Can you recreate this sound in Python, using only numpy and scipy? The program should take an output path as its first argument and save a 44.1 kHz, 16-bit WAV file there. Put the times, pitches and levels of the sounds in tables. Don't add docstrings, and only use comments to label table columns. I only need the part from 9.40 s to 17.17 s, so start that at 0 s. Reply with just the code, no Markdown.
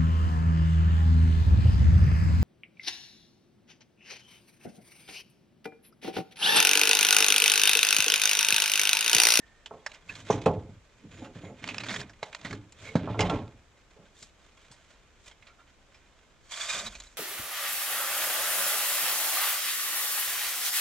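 import sys
import numpy as np
from scipy import signal
from scipy.fft import rfft, irfft
from scipy.io import wavfile

SR = 44100
rng = np.random.default_rng(int(sys.argv[2]) if len(sys.argv) > 2 else 0)


def wav_record(signal):
    frames = np.transpose(np.atleast_2d(signal))
    bounded = np.clip(frames, -1, 1)
    quanta = np.round(bounded * 32767).astype(np.int16)
    wavfile.write(sys.argv[1], SR, quanta)


N = 342657

# (frequency [Hz], level [dB])
AIR_SPECTRUM = [(12, -23), (20, 6.5), (59, 6.5), (161, -4.5), (534, -6.5), (767, -9.5), (1380, -10.5),
                (3000, -15), (4310, -20.5), (7310, -19.5), (9930, -36), (15500, -40)]
# (frequency [Hz], correlation [anything below 0 plays as unrelated])
AIR_LIKENESS = [(60, 0.68), (380, 0.73), (2380, 0.43), (15000, -0.27)]
AIR_LEVEL_DB = -61.5
# (frequency [Hz], starting level [dB], t60 [s])
FADING_RING = (1820, -59.5, 1)

# (frequency [Hz], level [dB])
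TINE_MODES = [(1090, -4), (1240, -6), (1580, -6), (1750, -7), (2170, -3), (2440, -1), (2560, -4),
              (2780, -8), (3090, -8), (3340, -6), (3620, -1), (3900, -3), (4400, -9), (5100, -13),
              (6010, -13)]
TINES_T60_S = 0.077
# (frequency [Hz], level [dB per Hz])
GRIT_SPECTRUM = [(300, -4), (660, 5), (820, -7.5), (1050, 1), (1500, 4), (2400, 1.5), (4500, 0.5),
                 (5800, 1), (7250, 6), (9800, -18), (15500, -30.5)]
# (time [s], held for [s], grit level [dB], straw hiss level [dB])
SCRAPE_STROKES = [(0.50, 0.05, -58, -66), (0.69, 0.049, -56, -63), (0.76, 0.2, -55, -60.5),
                  (0.91, 0.019, -41.5, -56.5), (1.02, 0.1, -53.5, -65.5), (1.72, 0.11, -57.5, -72),
                  (1.955, 0.033, -56, -70.5), (2.03, 0.048, -59, -74), (2.23, 0.23, -50.5, -63.5),
                  (2.49, 0.12, -46, -53.5), (2.85, 0.15, -57.5, -67.5), (3.06, 0.091, -54, -64),
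                  (3.41, 0.11, -51, -59), (3.60, 0.13, -51, -84), (3.81, 0.15, -45.5, -64.5),
                  (4.79, 0.073, -67.5, -60), (5.03, 0.51, -68, -74), (5.87, 0.013, -61.5, -60)]
SCRAPE_FALL_DB_PER_S = [
    [237],
    [449],
]
SCRAPE_RISE_DB_PER_S = 300
# (grit level [dB], hiss level [dB])
RUSTLE_LEVELS = (-69.5, -79.5)
# (time [s], held for [s], level [dB])
SWISHES = [(1.73, .12, -65.5), (2.03, 0.058, -66)]
SWISH_HZ, SWISH_WIDTH_HZ = 6910, 80

# (time [s], level [dB], centre [Hz], t60 [s])
TICKS = [(0.2596, -33, 3100, 0.058), (0.463, -21.5, 1770, 0.043), (0.5176, -33, 2880, 0.017),
         (.545, -42.5, 2800, 0.075), (0.7528, -36, 4140, 0.045), (0.9038, -27, 1050, 0.2),
         (0.926, -30.5, 2100, 0.07), (1.017, -34.5, 3900, 0.033), (1.059, -22.5, 1380, 0.084),
         (1.8457, -40, 1390, 0.13), (2.241, -22, 2250, 0.021), (2.276, -23, 2510, 0.021),
         (2.288, -27, 2580, 0.11), (2.345, -22, 2560, 0.01), (2.382, -21, 2630, 0.019),
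         (2.4028, -30.5, 2570, 0.072), (2.4357, -29.5, 2400, 0.077), (2.4857, -27, 2140, 0.05),
         (2.493, -27.5, 2250, 0.078), (2.505, -26, 2200, 0.078), (2.5406, -27.5, 1980, 0.088),
         (2.561, -27, 2300, 0.046), (2.604, -28, 4230, 0.023), (2.6148, -25, 1750, 0.0092),
         (2.695, -41, 1670, 0.077), (2.733, -48, 2200, 0.054), (2.829, -26, 2080, 0.052),
         (2.928, -33.5, 2300, 0.04), (2.948, -24, 2590, 0.028), (3.014, -34.5, 3900, 0.014),
         (3.048, -30.5, 1940, 0.16), (3.1088, -29.5, 1900, 0.038), (3.128, -29.5, 1750, 0.056),
         (3.3227, -40, 7500, 0.035), (3.5538, -28.5, 1550, 0.12), (3.792, -19, 2720, 0.062),
         (3.806, -17, 2840, 0.077), (3.897, -26, 2650, 0.067), (4.079, -43, 2560, 0.016),
         (4.827, -35.5, 7700, 0.053), (5.314, -43, 8550, 0.14), (5.876, -51.5, 3300, 0.13),
         (5.9124, -46, 3200, 0.085), (6.024, -47.5, 2150, 0.062), (6.069, -44.5, 2340, 0.13),
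         (6.5442, -49, 2460, 0.14), (6.79, -51.5, 2900, 0.035), (7.5516, -36.5, 4500, 0.082),
         (7.6009, -33, 6900, 0.04), (7.621, -40, 4440, 0.021), (7.637, -40.5, 6550, 0.018)]
# (frequency [Hz], level [dB])
TICK_SPECTRUM = [(300, 6.5), (6000, -11), (7200, -7.5), (8500, -21), (10500, -32), (15500, -42.5)]
# (frequency [Hz], level [dB])
BARROW_MODES = [(100, 4.5), (138, 4), (165, 2), (205, -7.5), (255, -10), (323, -6), (405, -5.5), (433, -3),
                (522, -7.5), (580, -13.5), (700, -12), (845, -9), (1065, -6), (1340, -4)]
BARROW_T60_S = 0.11
# (time [s], peak level [dB], pitch struck [Hz], damping [times the free decay rate])
KNOCKS = [(.308, -31.5, 660, 0.82), (0.333, -39, 570, 0.46), (.9, -10, 544, 2.2), (1.06, -8.5, 398, 0.61),
          (1.29, -37, 130, 1.1), (1.65, -40, 137, 4.4), (1.956, -34, 138, 0.79), (2.035, -33.5, 169, 0.87),
          (2.827, -23, 800, 2.2), (3.048, -35.5, 132, 0.51), (3.5534, -10, 210, 1.4),
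          (3.674, -25.5, 850, 0.7), (3.743, -28, 1020, 0.7), (3.792, -16, 690, 0.35),
          (3.895, -21.5, 930, 0.35), (4.563, -51, 540, 0.4), (4.59, -49.5, 255, 0.72),
          (4.82, -52.5, 180, 1.2), (5.305, -50, 130, 1.6)]
# (time [s], level [dB], frequency [Hz], length [s])
CHINKS = [(0.689, -30.5, 2600, 0.027), (0.698, -40.5, 1730, 0.038), (2.027, -51.5, 2120, 0.12),
          (3.447, -38, 2210, 0.1), (3.81, -34, 2100, 0.08), (6.071, -52, 1350, 0.083),
          (6.183, -49.5, 1380, 0.058), (7.327, -40, 656, 0.18), (7.459, -27.5, 3896, 0.031),
          (7.542, -43, 2480, 0.04), (7.601, -36.5, 4020, 0.016), (7.667, -48.5, 3960, 0.019)]
# (time [s], held for [s], rumble [dB], upper-wall rattle [dB], deep shudder [dB])
RUMBLE_SHOVES = [(0.70, 0.23, -57, -74, -62), (0.94, 0.013, -33.5, -45, -43.5),
                 (1.10, 0.087, -40.5, -57, -42), (1.64, 0.13, -53.5, -71, -58),
                 (1.83, 0.016, -47.5, -46.5, -57), (2.04, 0.065, -50, -51, -64),
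                 (2.24, 0.25, -46, -58.5, -61), (2.50, 0.091, -45.5, -60, -49.5),
                 (3.09, 0.059, -43, -54, -51.5), (3.44, 0.12, -56, -54.5, -50.5),
                 (3.63, 0.11, -38, -46.5, -55), (3.82, 0.04, -35.5, -37.5, -37),
                 (3.93, 0.031, -35, -37, -39), (4.60, 0.063, -72, -65, -78), (7.37, 0.11, -57.5, -64, -62)]
RUMBLE_FALL_DB_PER_S = [
    [146],
    [207],
    [107],
]
RUMBLE_RISE_DB_PER_S = 243

# (time [s], level [dB])
DRAG = [(7.03, -65.5), (7.09, -62.5), (7.12, -40), (7.192, -42.5), (7.214, -34.5), (7.266, -41),
        (7.318, -32), (7.384, -37.5), (7.398, -34.5), (7.418, -44.5), (7.46, -43.5), (7.47, -38.5),
        (7.498, -54), (7.53, -52)]
DRAG_LOW_HZ, DRAG_TAIL_DB_PER_S = 670, 55
# (time [s], slips per second [Hz])
SQUEAL_RATE = [(7.1, 1090), (7.26, 1170), (7.3, 1240), (7.43, 1215)]
SQUEAL_MULTIPLES = [-12.5, -13, -7.5, -10]
SQUEAL_WANDER = .035
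# (time [s], level [dB])
GUST = [(7.3, -81), (7.4, -59), (7.6, -53.5), (7.77, -72)]

ECHO_DB, ECHO_LOW_HZ, ECHO_T60_S = -11, 3240, .03
# (frequency [Hz], left minus right [dB])
PORT_LEAN = [(60, 0), (150, -1.5), (380, -1.5), (950, -2.5), (2380, -6), (5980, -1.5), (8000, 5),
             (15000, 6)]
WIDE_DB, WIDE_LOW_HZ = -6, 4010
CUTOFF_HZ = 15700


def from_db(db):
    return 10 ** (np.asarray(db) / 20)


def rms_one(x):
    return x / np.sqrt(np.mean(x ** 2) + 1e-20)


def in_time(rows):
    s, *columns = np.transpose(rows)
    return [np.interp(np.arange(N) / SR, s, c) for c in columns]


def at_hz(points, hz):
    table_hz, values = np.transpose(points)
    return np.interp(np.log(hz), np.log(table_hz), values)


def drift(rate_hz):
    r = np.exp(-80 * np.pi * rate_hz / SR)
    chance = rng.standard_normal(N // 40 + 2002)
    slow = signal.lfilter([1], [1, -2 * r, r * r], chance)[2000:]
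    return np.interp(np.arange(N) / 40, np.arange(len(slow)), rms_one(slow))


def colour(x, spectrum, share=1):
    level_db = share * at_hz(spectrum, np.linspace(1, SR / 2, 2049))
    cepstrum = irfft(np.log(from_db(level_db)))
    cepstrum[1:2048] *= 2
    cepstrum[2049:] = 0
    return signal.fftconvolve(x, irfft(np.exp(rfft(cepstrum))))[:N]


def ring(push, hz, t60):
    r, w = from_db(-60 / (t60 * SR)), 2 * np.pi * hz / SR
    return signal.lfilter([0, np.sin(w)], [1, -2 * r * np.cos(w), r * r], push + 1e-18)


def resonate(x, hz, q):
    return signal.lfilter(*signal.iirpeak(hz, q, fs=SR), x)


def grains(per_s, uneven_db):
    sizes = from_db(uneven_db * np.minimum(rng.exponential(1, N), 5))
    signs = rng.choice([-1, 1], N)
    return rms_one(sizes * signs * (rng.random(N) < per_s / SR))


def split(x, hz):
    return [signal.sosfilt(signal.butter(4, hz, kind, fs=SR, output="sos"), x) for kind in ("low", "high")]


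def add(out, s, sound):
    i = round(s * SR)
    out[i:i + len(sound)] += sound[:N - i]


def strokes(rows, rise_db_per_s, fall_db_per_s):
    t, power = np.arange(N) / SR, 0
    for s, held, *db in rows:
        rise_loss = rise_db_per_s * np.maximum(s - t, 0)
        fall_loss = np.array(fall_db_per_s) * np.maximum(t - s - held, 0)
        power = power + from_db(np.array(db)[:, None] - rise_loss - fall_loss) ** 2
    return np.sqrt(power)


def air():
    out, edges = 0, 20 * 2 ** np.arange(0, 9.8, .5)
    white = rng.standard_normal((2, 2, N))
    for k, (low, high) in enumerate(zip(edges, edges[1:])):
        band = signal.butter(2, [low, high], "band", fs=SR, output="sos")
        mid, side = signal.sosfilt(band, white[k % 2])
        alike = np.clip(at_hz(AIR_LIKENESS, np.sqrt(low * high)), 0, 1)
        out = out + np.sqrt(1 + alike) * mid + np.sqrt(1 - alike) * side * [[1], [-1]]
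    return from_db(AIR_LEVEL_DB) * rms_one(np.array([colour(port, AIR_SPECTRUM) for port in out]))


def fading_ring():
    hz, db, t60 = FADING_RING
    fade = from_db(db - 60 * np.arange(N) / SR / t60)
    return fade * rms_one(ring(rng.standard_normal(N), hz, TINES_T60_S))


def grit(per_s, clump_db, ring_db):
    clicks = grains(per_s, uneven_db=1.5) * from_db(clump_db * drift(36))
    ringing = sum(from_db(db + 4.5 * drift(30)) * rms_one(ring(clicks, hz, TINES_T60_S))
                  for hz, db in TINE_MODES)
    direct = rms_one(colour(clicks, GRIT_SPECTRUM))
    return rms_one(direct + from_db(ring_db) * rms_one(ringing))


def scraping():
    gains = strokes(SCRAPE_STROKES, SCRAPE_RISE_DB_PER_S, SCRAPE_FALL_DB_PER_S)
    grit_gain, hiss_gain = np.hypot(gains, from_db(RUSTLE_LEVELS)[:, None])
    low, high = split(grit(per_s=2500, clump_db=3, ring_db=-9), 3500)
    swish = resonate(rng.standard_normal(N), SWISH_HZ, SWISH_HZ / SWISH_WIDTH_HZ)
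    swish_gain = strokes(SWISHES, SCRAPE_RISE_DB_PER_S, SCRAPE_RISE_DB_PER_S)[0]
    return grit_gain * rms_one(low) + hiss_gain * rms_one(high) + swish_gain * rms_one(swish)


def ticks():
    out, t = np.zeros(N), np.arange(SR // 6) / SR
    for s, db, hz, t60 in TICKS:
        puff = rng.standard_normal(len(t)) * from_db(-60 * t / t60) * (1 - np.exp(-t / .0003))
        puff[0] = rng.choice([-1, 1]) * from_db(8)
        body = resonate(puff, hz, 1.1)
        other_hz = rng.choice(TINE_MODES[4:])[0]
        chink = resonate(puff, hz, 12) + resonate(puff, other_hz, 12)
        add(out, s, from_db(db) * (from_db(2) * body + from_db(10) * chink + from_db(-4) * puff))
    return colour(split(out, 563)[1], TICK_SPECTRUM)


def knocks():
    out, t = np.zeros(N), np.arange(SR // 2) / SR
    hz, level_db = np.transpose(BARROW_MODES)[:, :, None]
    t60 = BARROW_T60_S * (hz / 400) ** -.3
    for s, db, struck_hz, damping in KNOCKS:
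        chance = rng.standard_normal((3, len(BARROW_MODES), 1))
        octaves_off = abs(np.log2(hz / struck_hz))
        strength = from_db(level_db - 8.9 * octaves_off + 2 * chance[0])
        phase = 2 * np.pi * hz * (1 + .01 * chance[1]) * t + .5 * chance[2]
        walls = (strength * np.sin(phase) * from_db(-60 * t * damping / t60)).sum(0)
        thud = resonate(rng.standard_normal(len(t)), struck_hz, 1)
        thud = rms_one(split(thud, 990)[0]) * from_db(-60 * t * damping / BARROW_T60_S)
        both = walls / abs(walls).max() + from_db(-9) * thud
        soft_contact = 1 - np.exp(-(t / 0.00093) ** 2)
        blow = split(both * soft_contact, 113.5)[1]
        add(out, s, -from_db(db) * blow / abs(blow).max())
    return out


def chinks():
    out = np.zeros(N)
    for s, db, hz, length in CHINKS:
        done = np.arange(SR // 5) / SR / length
        rub, chance = rng.standard_normal(SR // 5), rng.standard_normal(len(TINE_MODES))
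        others = sum(from_db(mode_db + 5 * c) * ring(rub, mode_hz, TINES_T60_S)
                     for (mode_hz, mode_db), c in zip(TINE_MODES, chance))
        slip = rms_one(ring(rub, hz, .035)) + from_db(-9) * rms_one(others)
        swell = 4 * done / (1 + 4 * done) * np.exp(-(1.86 * done) ** 2)
        add(out, s, from_db(db) * slip * swell)
    return out


def rumble():
    rumble_gain, rattle_gain, deep_gain = strokes(RUMBLE_SHOVES, RUMBLE_RISE_DB_PER_S, RUMBLE_FALL_DB_PER_S)
    rubbing = grains(per_s=1500, uneven_db=2.5) * from_db(2 * drift(21.3))
    walls = sum((-1) ** k * from_db(.3 * db + 3 * drift(8)) * rms_one(ring(rubbing, hz, .07))
                for k, (hz, db) in enumerate(BARROW_MODES))
    low, high = split(split(walls, 108)[1], 344)
    rattle = split(high, 726)[0]
    deep = rms_one(split(walls, 95)[0]) + from_db(-10) * rms_one(split(rubbing, 85)[0])
    deep = split(deep, 35)[1]
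    return rumble_gain * rms_one(low) + rattle_gain * rms_one(rattle) + deep_gain * rms_one(deep)


def squeal():
    slips_per_s = in_time(SQUEAL_RATE)[0] * (1 + SQUEAL_WANDER * drift(120))
    phase = 2 * np.pi * np.cumsum(slips_per_s) / SR
    return sum(from_db(db + 4.5 * drift(60)) * np.sin((k + 1) * phase)
               for k, db in enumerate(SQUEAL_MULTIPLES))


def drag():
    t, end = np.arange(N) / SR, DRAG[-1][0]
    level_db = in_time(DRAG)[0] - DRAG_TAIL_DB_PER_S * np.maximum(t - end, 0)
    rub = grit(per_s=4000, clump_db=2, ring_db=-8) + squeal() * (t < end)
    return from_db(level_db) * split(rub, DRAG_LOW_HZ)[1]


def fork_on_floor():
    return np.where(np.arange(N) / SR < DRAG[0][0], scraping(), drag())


def wind():
    low = split(rng.standard_normal(N), 44)[0]
    return from_db(in_time(GUST)[0]) * rms_one(split(low, 45)[1])


def yard(x):
    t = np.arange(SR // 2) / SR
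    scatter = rng.standard_normal((3, len(t)))
    tail = split(scatter[2] * from_db(-60 * t / 0.38), 1170)[0]
    common = x + from_db(-21.5) * signal.fftconvolve(x, tail / np.linalg.norm(tail))[:N]
    near = [split(n * from_db(-60 * t / ECHO_T60_S), ECHO_LOW_HZ)[1] for n in scatter[:2]]
    return [common + from_db(ECHO_DB) * signal.fftconvolve(x, n / np.linalg.norm(n))[:N] for n in near]


def scene():
    work = fading_ring() + fork_on_floor() + ticks() + knocks() + chinks() + rumble()
    left, right = yard(work)
    wide = from_db(WIDE_DB) * split(fork_on_floor(), WIDE_LOW_HZ)[1]
    ports = [colour(left + wide, PORT_LEAN, .5), colour(right - wide, PORT_LEAN, -.5)]
    return np.array(ports) + air() + wind()


def record(dry):
    return signal.sosfilt(signal.cheby2(12, 70, CUTOFF_HZ, fs=SR, output="sos"), dry)


dry = scene()
out = record(dry)
wav_record(out)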